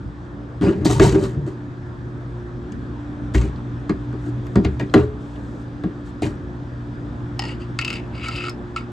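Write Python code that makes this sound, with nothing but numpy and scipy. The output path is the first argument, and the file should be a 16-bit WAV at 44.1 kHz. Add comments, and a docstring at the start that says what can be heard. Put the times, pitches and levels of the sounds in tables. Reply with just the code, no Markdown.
"""Under everything a cooler hums: wavering motor tones over patchy fan noise, heard by a moving hand-held camera.
A full can drops down a vending machine's chute: cracks, thuds and rattling noise ring modes of sheet steel.
A hand then fumbles it out of the steel bin, with more knocks, light ticks and a soft noise rustle.
Last it is stood on a tiled floor, where it rocks and slides: taps and grinding noise ring its wall and rim,
damped by the fingers at first, then free."""
import sys
import numpy as np
from scipy import signal
from scipy.fft import rfft, irfft, next_fast_len
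from scipy.io import wavfile
from scipy.ndimage import uniform_filter1d, minimum_filter1d

SR = 44100
rng = np.random.default_rng(int(sys.argv[2]) if len(sys.argv) > 2 else 0)


def volts_from_decibels(level):
    """Turn decibel levels (scalar or array-like) into linear amplitude factors."""
    exponent = np.asarray(level, float) / 20
    return 10 ** exponent


def output_pcm(signal):
    """Save a mono or channel-first signal as 16-bit PCM at the path in sys.argv[1].

    Samples are clipped to [-1, 1] before scaling.
    """
    pcm = np.clip(np.atleast_2d(signal).T, -1, 1) * 32767
    wavfile.write(sys.argv[1], SR, np.round(pcm).astype(np.int16))


N = 393357  # length in samples

# spectrum of fans and room: hz, relative_level_db (per Hz)
AIR_SPECTRUM = [(25, -42), (49, 13), (69, -0.5), (123, -2), (297, -5), (400, -12), (700, -18.5),
                (1000, -18), (1720, -20.5), (2240, -38), (5000, -42.5), (8800, -52.5), (14400, -53)]
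# left-right likeness of the air noise: hz, correlation (-1 to 1)
AIR_LIKENESS = [(60, 0.97), (180, 0.83), (530, 0.79), (1580, -0.17), (4700, 0.6), (14000, 0.2)]
# cooler hiss, loudest at the open bin: mode_hz, width_hz, relative_level_db
HISS_MODES = [(2490, 710, -10.5), (3340, 550, -10), (5100, 5100, -26.5)]
# camera moves down to the bin and beside it: time_s, distance_m (to a reflecting surface), closeness_db (to cooler)
CAMERA_PATH = [(.3, 1.33, -3.5), (2.3, 1.29, -2), (2.75, 1.01, -1), (3.1, 0.97, 1), (4.299, 0.84, 1),
               (5.4, 0.91, -1), (6.7, 0.87, -1.5), (7.2, 1.01, 0.5), (8.1, 1.065, 1.5), (8.6, 1.08, 0)]
# slowly throbbing mains tones: pitch_hz, level_db, throb_depth (0-1), throb_phase_rad
MAINS_TONES = [(60, -43, 0.17, 1.6), (120.5, -35, 0.28, 2.6)]
# compressor orders meeting their own reflection: pitch_hz, level_db, reflected_share (0-1), reflection_phase_rad
MOTOR_ORDERS = [(236.5, -49.5, 1, -2.5), (291.5, -42.5, 0.69, -3), (355.3, -43.5, 0.56, 3.5)]
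AIR_DB, HISS_DB = -33, -60
AIR_FOLLOWS, TONES_FOLLOW = 0.48, 0.85  # shares of the closeness in dB
THROB_S = 2.84  # period

# hand and sleeve moving near the microphone: start_s, length_s, level_db, rise_s
RUSTLES = [(4.112, 0.18, -51.5, 0.18), (4.386, 0.68, -63, 0.071), (5.172, .47, -59.5, 0.033),
           (6.045, 0.057, -55, 0.01)]

# can base on tile: start_s, strike_db, ring_centre_hz, rim_db (relative to the strike)
TILE_TAPS = [(7.393, -12.5, 844, -2), (7.421, -19, 835, -10.5), (7.438, -20, 830, -26),
             (7.452, -26, 825, -5), (7.789, -9.5, 1780, -15.5), (7.813, -17.5, 2570, -9.5),
             (7.822, -17.5, 2630, -22), (7.848, -14.5, 2570, -5), (7.879, -16, 2630, -10.5),
             (7.903, -15, 2500, -10.5), (7.929, -20.5, 2760, -8), (7.939, -22, 2760, -10),
             (7.957, -22, 2750, -12), (8.285, -17, 1320, -6), (8.361, -24, 2650, -4.5),
             (8.483, -18, 1460, -29), (8.495, -38, 2700, 15), (8.762, -13, 1360, -37),
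             (8.77, -25, 2280, -8)]
# can grinding on tile: start_s, length_s, level_db, rise_s
TILE_GRINDS = [(7.43, 0.085, -38, 0.021), (7.59, 0.031, -44.5, 0.014), (7.798, 0.18, -33.5, 0.068),
               (8.09, 0.15, -39.5, 0.065), (8.195, 0.077, -27, 0.042), (8.277, 0.11, -29.5, 0.043),
               (8.39, 0.074, -29.5, 0.0091), (8.758, 0.022, -32.5, 0.0029)]
# can leaning as it slides, so the ring moves between wall modes: time_s, centre_hz
CAN_LEAN = [(8.26, 2310), (8.29, 1320), (8.33, 2700), (8.42, 2700), (8.445, 1320)]
# can wall: mode_hz, width_hz, relative_level_db
CAN_MODES = [(885, 73, -4.5), (1320, 97, 13), (1917, 62, 1.5), (2230, 114, 9), (2654, 130, 10),
             (2804, 200, 5), (4070, 420, 0), (4670, 330, 4), (7430, 2400, -9.5)]
# stiff base rim of the can: mode_hz, width_hz, relative_level_db
RIM_MODES = [(5130, 150, 15.5), (7600, 240, -12), (12000, 5600, 7)]
# fingers damp some can wall modes and free others: change_db, one for each can mode
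GRIP_CHANGE_DB = [15, -0.5, 13, -0.5, -17, 9, -14, 4, 1]
LET_GO_S = 7.7  # until then the hand grips the can
RIM_HELD_HZ, RIM_FREE_HZ = 5150, 4830
GRIND_T60_S = 0.16

# can against chute and bin: start_s, thud_drive_db, thud_centre_hz, crack_drive_db, crack_centre_hz
STEEL_KNOCKS = [(0.852, -6.5, 272, -32, 970), (0.897, -7.5, 403, -33, 1010), (0.997, 4.5, 344, -12, 1380),
                (1.146, -5, 406, -30, 1300), (3.345, -11.5, 292, -23.5, 2210),
                (3.894, -8.5, 223, -27, 1350), (4.126, -20, 337, -43, 1190), (4.262, -22.5, 300, -42, 700),
                (4.556, 0.5, 238, -19.5, 830), (4.647, -6, 292, -23.5, 2600), (4.796, -15, 259, -25, 2150),
                (4.9391, 5.5, 300, -7.5, 1250), (5.836, -10, 237, -33.5, 1400),
                (6.221, -15.5, 227, -28, 795)]
# can sliding and rattling on steel: start_s, length_s, force_db, slip_db, cabinet_weight_db
STEEL_TUMBLES = [(0.609, 0.018, -13, -2.5, -20), (0.626, 0.068, -10.5, -3.5, -24.5),
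                 (0.734, 0.29, -22, -5.5, -23.5), (0.847, 0.01, -25, 14, -32),
                 (0.9, 0.031, -28.5, 13.5, -30), (0.945, 0.061, -23.5, 6, -14),
                 (1.005, 0.053, -12, 6.5, -21), (1.049, 0.032, -18.5, 7.5, -12.5),
                 (1.109, 0.079, -11.5, -3.5, -27.5), (1.19, 0.018, -19.5, 2, -20.5),
                 (1.223, 0.027, -17.5, 3.5, -27.5), (1.323, 0.093, -29.5, -6, -25),
                 (1.462, 0.02, -21.5, -1.5, -44), (3.337, 0.045, -23, 5.5, -21),
                 (3.408, 0.045, -23.5, 1, -26), (4.634, 0.041, -23, -5, -21), (4.972, 0.016, -32, 7, -25),
                 (4.979, 0.033, -15.5, -11.5, -24), (6.218, 0.036, -16.5, 2, -21.5)]
# where the can rubs sets the strongest modes: time_s, clatter_centre_hz, clatter_db, panel_centre_hz
RUBBING_SPOT = [(.6, 890, 4.5, 273), (.8, 1340, 1.5, 344), (.85, 960, 4.5, 303), (1.2, 980, -1.5, 405),
                (3.3, 2130, -0.5, 298), (4.98, 1200, 8, 394), (6.2, 1890, -0.5, 286)]
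# cabinet or panel mode left ringing by a blow: start_s, pitch_hz, level_db (before its rise)
BLOW_THUMPS = [(3.345, 60, -6), (4.65, 71, -16), (4.984, 81.7, -17), (4.991, 423, -17)]
# small bounces of the can rim and finger touches: start_s, drive_db, centre_hz
LIGHT_TICKS = [(0.639, -35, 1920), (0.862, -20.5, 4800), (1.095, -27, 7000), (1.2386, -41, 4500),
               (2.7204, -37, 6500), (3.378, -33.5, 6460), (3.413, -37.5, 6530), (3.5575, -43, 4000),
               (4.467, -37.5, 10800), (4.895, -40, 4140), (4.958, -33, 3200), (4.977, -37, 2630),
               (5.3564, -38.5, 3260), (6.227, -27.5, 2170), (6.238, -32, 3040)]
# cabinet: mode_hz, width_hz, relative_level_db
CABINET_MODES = [(86, 45, 2.5), (128.7, 36.3, 7)]
# sheet steel panel: mode_hz, width_hz, relative_level_db
PANEL_MODES = [(182, 33, 5.5), (258.4, 29, -0.5), (303, 31.4, 3.5), (387.7, 12.8, 4), (423, 17.5, -7.5),
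               (601, 44, -11)]
# can shell and bin lip: mode_hz, width_hz, relative_level_db
CLATTER_MODES = [(661, 32, -0.5), (695, 110, 11), (916, 46, 9.5), (1190, 167, 5), (1380, 65, 2),
                 (1618, 75, 4.5), (1914, 65, 3.5), (2150, 60, 0.5), (2424, 120, -2), (2860, 110, -3),
                 (3385, 290, -5), (4110, 120, -7), (4800, 240, -9.5), (6800, 320, -24.5), (7900, 1200, -20),
                 (11600, 2100, -17)]
# bright scrape: hz, relative_level_db (per Hz)
SCRAPE_SPECTRUM = [(2000, -14), (3500, 4), (5000, -1.5), (8000, 2), (14000, 1)]
STEEL_RISE_S, STEEL_T60_S = 0.0021, 0.24
CABINET_RISE_S, CABINET_T60_S = 0.016, 0.34
CLATTER_DB, SCRAPE_DB = -16, -26  # relative to the force, before slip
SCRAPE_PER_SLIP = 2.06  # dB per dB: a fast slip brightens the sound
THUMP_RISE_S, THUMP_T60_S = 0.0057, 0.46
SNAP_DB, SNAP_T60_S = -11, 0.032  # bright edge, driven this far below its crack
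FREE_T60_S, MOVING_T60_S = 0.15, 0.055  # rattle of a lone knock; one cut short by the moving can

# phase between the microphone ports: hz, left_lead_rad
PORT_PHASE = [(100, 0.2), (400, 0.15), (1240, 1.1), (2300, 0.55), (7000, 0.17), (9000, 2.61), (12500, 0.49)]
# level between the microphone ports: hz, left_over_right_db
PORT_LEVEL = [(200, 1), (1000, -1.3), (2600, 4), (10000, 0.5)]
# overall tone, with a notch in the treble: hz, relative_level_db
OVERALL_TONE = [(25, -21), (55, 2), (8900, 1), (9600, -16.5), (10700, -26.5), (11300, -12), (14000, -26),
                (15500, -44.5)]
ROOM_T60_S, ROOM_DB = 0.14, -8


def evened(x):
    """Scales to rms 1."""
    return x / np.sqrt(np.mean(x ** 2) + 1e-20)


def read(points, hz):
    """Reads a spectrum on a log-frequency axis."""
    f, value = np.transpose(points)
    return np.interp(np.log(hz + 1), np.log(f + 1), value)


def add(mix, s, sound):
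    """Mixes a sound in at a time in seconds."""
    part = mix[..., round(s * SR):][..., :sound.shape[-1]]
    part += sound[..., :part.shape[-1]]


def smooth_noise(samples):
    """Slow random wandering of rms 1."""
    return evened(uniform_filter1d(rng.standard_normal(N), size=samples))


def ring(modes, centre_hz=None, octaves=1., rest=0.33):
    """Energy-1 response of soft-starting modes; a blow favours those near its centre, all get a share."""
    t = np.arange(SR // 5) / SR
    h = np.zeros(len(t))
    for hz, width, db in modes:
        near = 1
        if centre_hz is not None:
            near = rest + np.exp(-(np.log2(hz / centre_hz) / octaves) ** 2)
        soft_decay = width ** 2 * t * np.exp(-2 * np.pi * width * t)
        h += near * volts_from_decibels(db) * soft_decay * np.sin(2 * np.pi * hz * t)
    return h / np.linalg.norm(h)


def colour(points):
    """Causal minimum-phase impulse response of a spectrum, energy 1."""
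    hz = abs(np.fft.fftfreq(4096, 1 / SR))
    log_gain = np.log(volts_from_decibels(np.maximum(read(points, hz), -100)))
    h = np.fft.ifft(np.exp(np.conj(signal.hilbert(log_gain)))).real[:2048]
    return h / np.linalg.norm(h)


def gritty(spread_db):
    """Noise of tiny impacts of uneven size, in clumps of a millisecond."""
    sizes = np.minimum(rng.exponential(1, N // 44 + 1), 4)
    clumps = volts_from_decibels(spread_db * sizes).repeat(44)[:N]
    return evened(rng.standard_normal(N) * clumps)


def stroke(start, length, db, rise_s, t60):
    """Gain of a rub that rises, holds to the end of the stroke and dies away."""
    t = np.arange(N) / SR - start
    return np.clip(t / rise_s, 0, 1) ** 2 * volts_from_decibels(db - 60 * np.clip(t - length, 0, 2) / t60)


def together(gains):
    """Unrelated rubbings add in power."""
    return np.sqrt(sum(g ** 2 for g in gains))


def wandering(drive, modes, depth_db, centre_hz=None):
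    """Rubbing with a wandering contact: each mode comes and goes; those near the centre ring most."""
    total = np.linalg.norm([volts_from_decibels(db) * np.sqrt(width) for _, width, db in modes])
    out = np.zeros(N)
    for hz, width, db in modes:
        share = volts_from_decibels(db + depth_db * smooth_noise(900)) * np.sqrt(width) / total
        if centre_hz is not None:
            share = share * (0.5 + 0.39 * np.exp(-(np.log2(hz / centre_hz) / 0.54) ** 2))
        out += signal.oaconvolve(drive * share, ring([(hz, width, db)])[:4000])[:N]
    return out


def ports(x):
    """Two close microphone ports hear one source with unlike phase and level."""
    size = next_fast_len(N)
    hz = np.fft.rfftfreq(size, 1 / SR)
    half = volts_from_decibels(read(PORT_LEVEL, hz) / 2) * np.exp(.5j * read(PORT_PHASE, hz))
    return irfft(rfft(x, size) * np.array([half, 1 / half]), size)[:, :N]


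def room(x):
    """Sparse decaying reflections of random sign, unlike in the two channels, without bass."""
    taps = np.zeros((2, SR // 2))
    slots = np.arange(200, SR // 2 - 20, 20)
    at = slots + rng.integers(0, 20, (2, len(slots)))
    np.put_along_axis(taps, at, rng.choice([-1., 1.], at.shape) * volts_from_decibels(-60 * at / SR / ROOM_T60_S), 1)
    band = signal.butter(2, [450, 6000], "bandpass", fs=SR)
    taps = signal.lfilter(*band, taps / np.linalg.norm(taps[0]))
    return x + volts_from_decibels(ROOM_DB) * signal.oaconvolve(x, taps, axes=1)[:, :N]


def fan_air():
    """Stereo fan noise whose spectrum swells and thins in patches of time and pitch."""
    frames, hz = N // 256 + 5, np.fft.rfftfreq(1024, 1 / SR)
    a, b, c, d, patches = rng.standard_normal((frames, 513, 5)).T
    patches = evened(uniform_filter1d(uniform_filter1d(patches, 10, 0), 12, 1))
    same = np.clip(read(AIR_LIKENESS, hz), -1, 1)[:, None]
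    left = a + 1j * b
    right = same * left + np.sqrt(1 - same ** 2) * (c + 1j * d)
    spectrum = np.array([left, right]) * volts_from_decibels(read(AIR_SPECTRUM, hz)[:, None] + 1.6 * patches)
    return evened(signal.istft(spectrum, nperseg=1024, noverlap=768)[1][:, :N])


def motor_tone(hz, db, share, phase, turns):
    """A sine of drifting pitch and level, beating as a second part turns against it."""
    drift_hz, swell_db = 1.32 * smooth_noise(6000), 2.23 * smooth_noise(6000)
    beating = abs(1 + share * np.exp(1j * (2 * np.pi * turns + phase)))
    sine = np.sin(2 * np.pi * np.cumsum(hz + drift_hz) / SR)
    return np.sqrt(2) * beating * volts_from_decibels(db + swell_db) * sine


def hum():
    """Fan air, cooler hiss and motor tones, each following the closeness of the camera."""
    t = np.arange(N) / SR
    s, *columns = np.transpose(CAMERA_PATH)
    metres, close_db = (np.interp(t, s, column) for column in columns)
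    out = volts_from_decibels(AIR_DB + AIR_FOLLOWS * close_db) * fan_air()
    hiss = signal.oaconvolve(gritty(0.55), ring(HISS_MODES))[:N]
    out += volts_from_decibels(HISS_DB + close_db) * ports(hiss)
    follow = volts_from_decibels(TONES_FOLLOW * close_db)
    for row in MAINS_TONES:
        out += follow * motor_tone(*row, t / THROB_S)
    there_and_back_s = 2 * metres / 343  # speed of sound in m/s
    for row in MOTOR_ORDERS:
        out += follow * motor_tone(*row, row[0] * there_and_back_s)
    return out


def hand_rustle():
    """Soft rubbing of the hand: gritty noise through the bright scrape spectrum."""
    gain = together(stroke(*row, 0.057) for row in RUSTLES)
    return signal.oaconvolve(gain * gritty(1.8), colour(SCRAPE_SPECTRUM))[:N]


def can_on_tile():
    """Grinding and taps ring the can wall and its rim, first in the hand, then free."""
    held = [(hz, width, db + grip_db) for (hz, width, db), grip_db in zip(CAN_MODES, GRIP_CHANGE_DB)]
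    gripped = np.arange(N) < LET_GO_S * SR
    lean_hz = np.interp(np.arange(N) / SR, *np.transpose(CAN_LEAN))
    grind = together(stroke(*row, GRIND_T60_S) for row in TILE_GRINDS) * gritty(3.2)
    out = wandering(grind * gripped, held, 2.0)
    out += wandering(grind * ~gripped, CAN_MODES, 2.0, lean_hz)
    t = np.arange(900) / SR
    for s, db, centre_hz, rim_db in TILE_TAPS:
        chatter = 0.82 * rng.standard_normal(900) * np.minimum(t / 0.0028, 1)
        sharp_contact = 4.7 * (t == 0)
        blow = volts_from_decibels(db - 60 * t / 0.023) * (chatter + sharp_contact)
        wall, rim_hz = (held, RIM_HELD_HZ) if s < LET_GO_S else (CAN_MODES, RIM_FREE_HZ)
        add(out, s, signal.oaconvolve(blow, ring(wall, centre_hz, 0.2, rest=0.29)))
        rim = ring(CAN_MODES[6:] + RIM_MODES, rim_hz, 0.067, rest=0.25)
        add(out, s, volts_from_decibels(rim_db) * signal.oaconvolve(blow, rim))
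    return out


def tumbling(shake):
    """The moving can shakes panel, cabinet, can shell and a bright scrape, by force and slip."""
    force = [stroke(s, length, db, STEEL_RISE_S, STEEL_T60_S) for s, length, db, _, _ in STEEL_TUMBLES]
    slips = [row[3] for row in STEEL_TUMBLES]
    panel = together(force)
    cabinet = together(stroke(s, length, db, CABINET_RISE_S, CABINET_T60_S)
                       for s, length, _, _, db in STEEL_TUMBLES)
    clatter = together(g * volts_from_decibels(CLATTER_DB + slip) for g, slip in zip(force, slips))
    scrape = together(g * volts_from_decibels(SCRAPE_DB + SCRAPE_PER_SLIP * slip) for g, slip in zip(force, slips))
    s, *columns = np.transpose(RUBBING_SPOT)
    clatter_hz, clatter_db, panel_hz = (np.interp(np.arange(N) / SR, s, column) for column in columns)
    out = wandering(clatter * shake * volts_from_decibels(clatter_db), CLATTER_MODES[:13], 3.6, clatter_hz)
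    out += wandering(panel * shake, PANEL_MODES, 0.67, panel_hz)
    out += signal.oaconvolve(cabinet * shake, ring(CABINET_MODES, 122, 0.42, rest=0.29))[:N]
    out += signal.oaconvolve(scrape * shake, colour(SCRAPE_SPECTRUM))[:N]
    return out


def struck(modes):
    """The same modes, stronger or weaker at random for the spot that is hit."""
    return [(hz, width, db + 2.5 * rng.standard_normal()) for hz, width, db in modes]


def knock(out, shake, s, thud_db, thud_hz, crack_db, crack_hz):
    """A sharp crack with a bright snap, a thud pressed into the panel and a dying rattle."""
    t = np.arange(SR // 3) / SR
    moving = any(start - .016 < s < start + length for start, length, *_ in STEEL_TUMBLES)
    noise = shake[round(s * SR):][:len(t)]
    rattle = volts_from_decibels(-60 * t / (MOVING_T60_S if moving else FREE_T60_S)) * noise
    # the full can presses the panel in and lets go
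    push = 0.13 * np.sin(2 * np.pi * np.minimum(t / 0.0031, 1))
    steel = ring(CABINET_MODES + PANEL_MODES, thud_hz, 0.69, rest=0.26)
    add(out, s + 0.0022, volts_from_decibels(thud_db) * signal.oaconvolve(0.64 * rattle + push, steel))
    crack = 0.5 * rattle + 0.69 * volts_from_decibels(-60 * t / 0.037) * noise + 11 * (t == 0)
    shell = ring(struck(CLATTER_MODES), crack_hz, 0.33, rest=0.7)
    add(out, s, volts_from_decibels(crack_db) * signal.oaconvolve(crack, shell))
    snap = volts_from_decibels(-60 * t[:900] / SNAP_T60_S) * noise[:900]
    add(out, s, volts_from_decibels(crack_db + SNAP_DB) * signal.oaconvolve(snap, colour(SCRAPE_SPECTRUM)))


def thump(hz, db):
    """One low mode of cabinet or panel ringing on as a decaying sine."""
    t = np.arange(SR // 3) / SR
    envelope = volts_from_decibels(db - 60 * t / THUMP_T60_S) * (1 - np.exp(-t / THUMP_RISE_S))
    return envelope * np.sin(2 * np.pi * hz * t)


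def tick(noise, db, centre_hz):
    """A light touch: a short noise burst rings the higher clatter modes."""
    burst = volts_from_decibels(db - 60 * np.arange(1500) / SR / 0.025) * noise
    return signal.oaconvolve(burst, ring(CLATTER_MODES[6:], centre_hz, 0.34, rest=0.2))


def machine():
    """Can against steel: tumbling, knocks, thumps and ticks, all but the thumps sharing one gritty shake."""
    shake = gritty(2.9)
    out = tumbling(shake)
    for row in STEEL_KNOCKS:
        knock(out, shake, *row)
    for s, hz, db in BLOW_THUMPS:
        add(out, s, thump(hz, db))
    for s, db, centre_hz in LIGHT_TICKS:
        add(out, s, tick(shake[round(s * SR):][:1500], db, centre_hz))
    return out


def scene():
    """Can and hand sounds in the room, over the hum."""
    return room(ports(machine() + can_on_tile() + hand_rustle())) + hum()


def band_limit(x):
    """A steep low-pass at the top of the band."""
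    return signal.sosfilt(signal.butter(12, 14600, fs=SR, output="sos"), x)


def record(dry):
    """Overall tone, with a deep notch in the treble near 10 kHz, then a limiter on the loudest peaks."""
    tone = colour(OVERALL_TONE)
    tone = tone / abs(rfft(tone)[50])  # unity gain near 1.1 kHz
    heard = signal.oaconvolve(dry, tone[None], axes=1)[:, :N]
    allowed = np.minimum(.92 / (abs(heard).max(0) + 1e-9), 1)
    # gain dips around each peak
    heard = heard * uniform_filter1d(minimum_filter1d(allowed, size=151), size=150)
    return band_limit(heard)


dry = scene()
out = record(dry)
output_pcm(out)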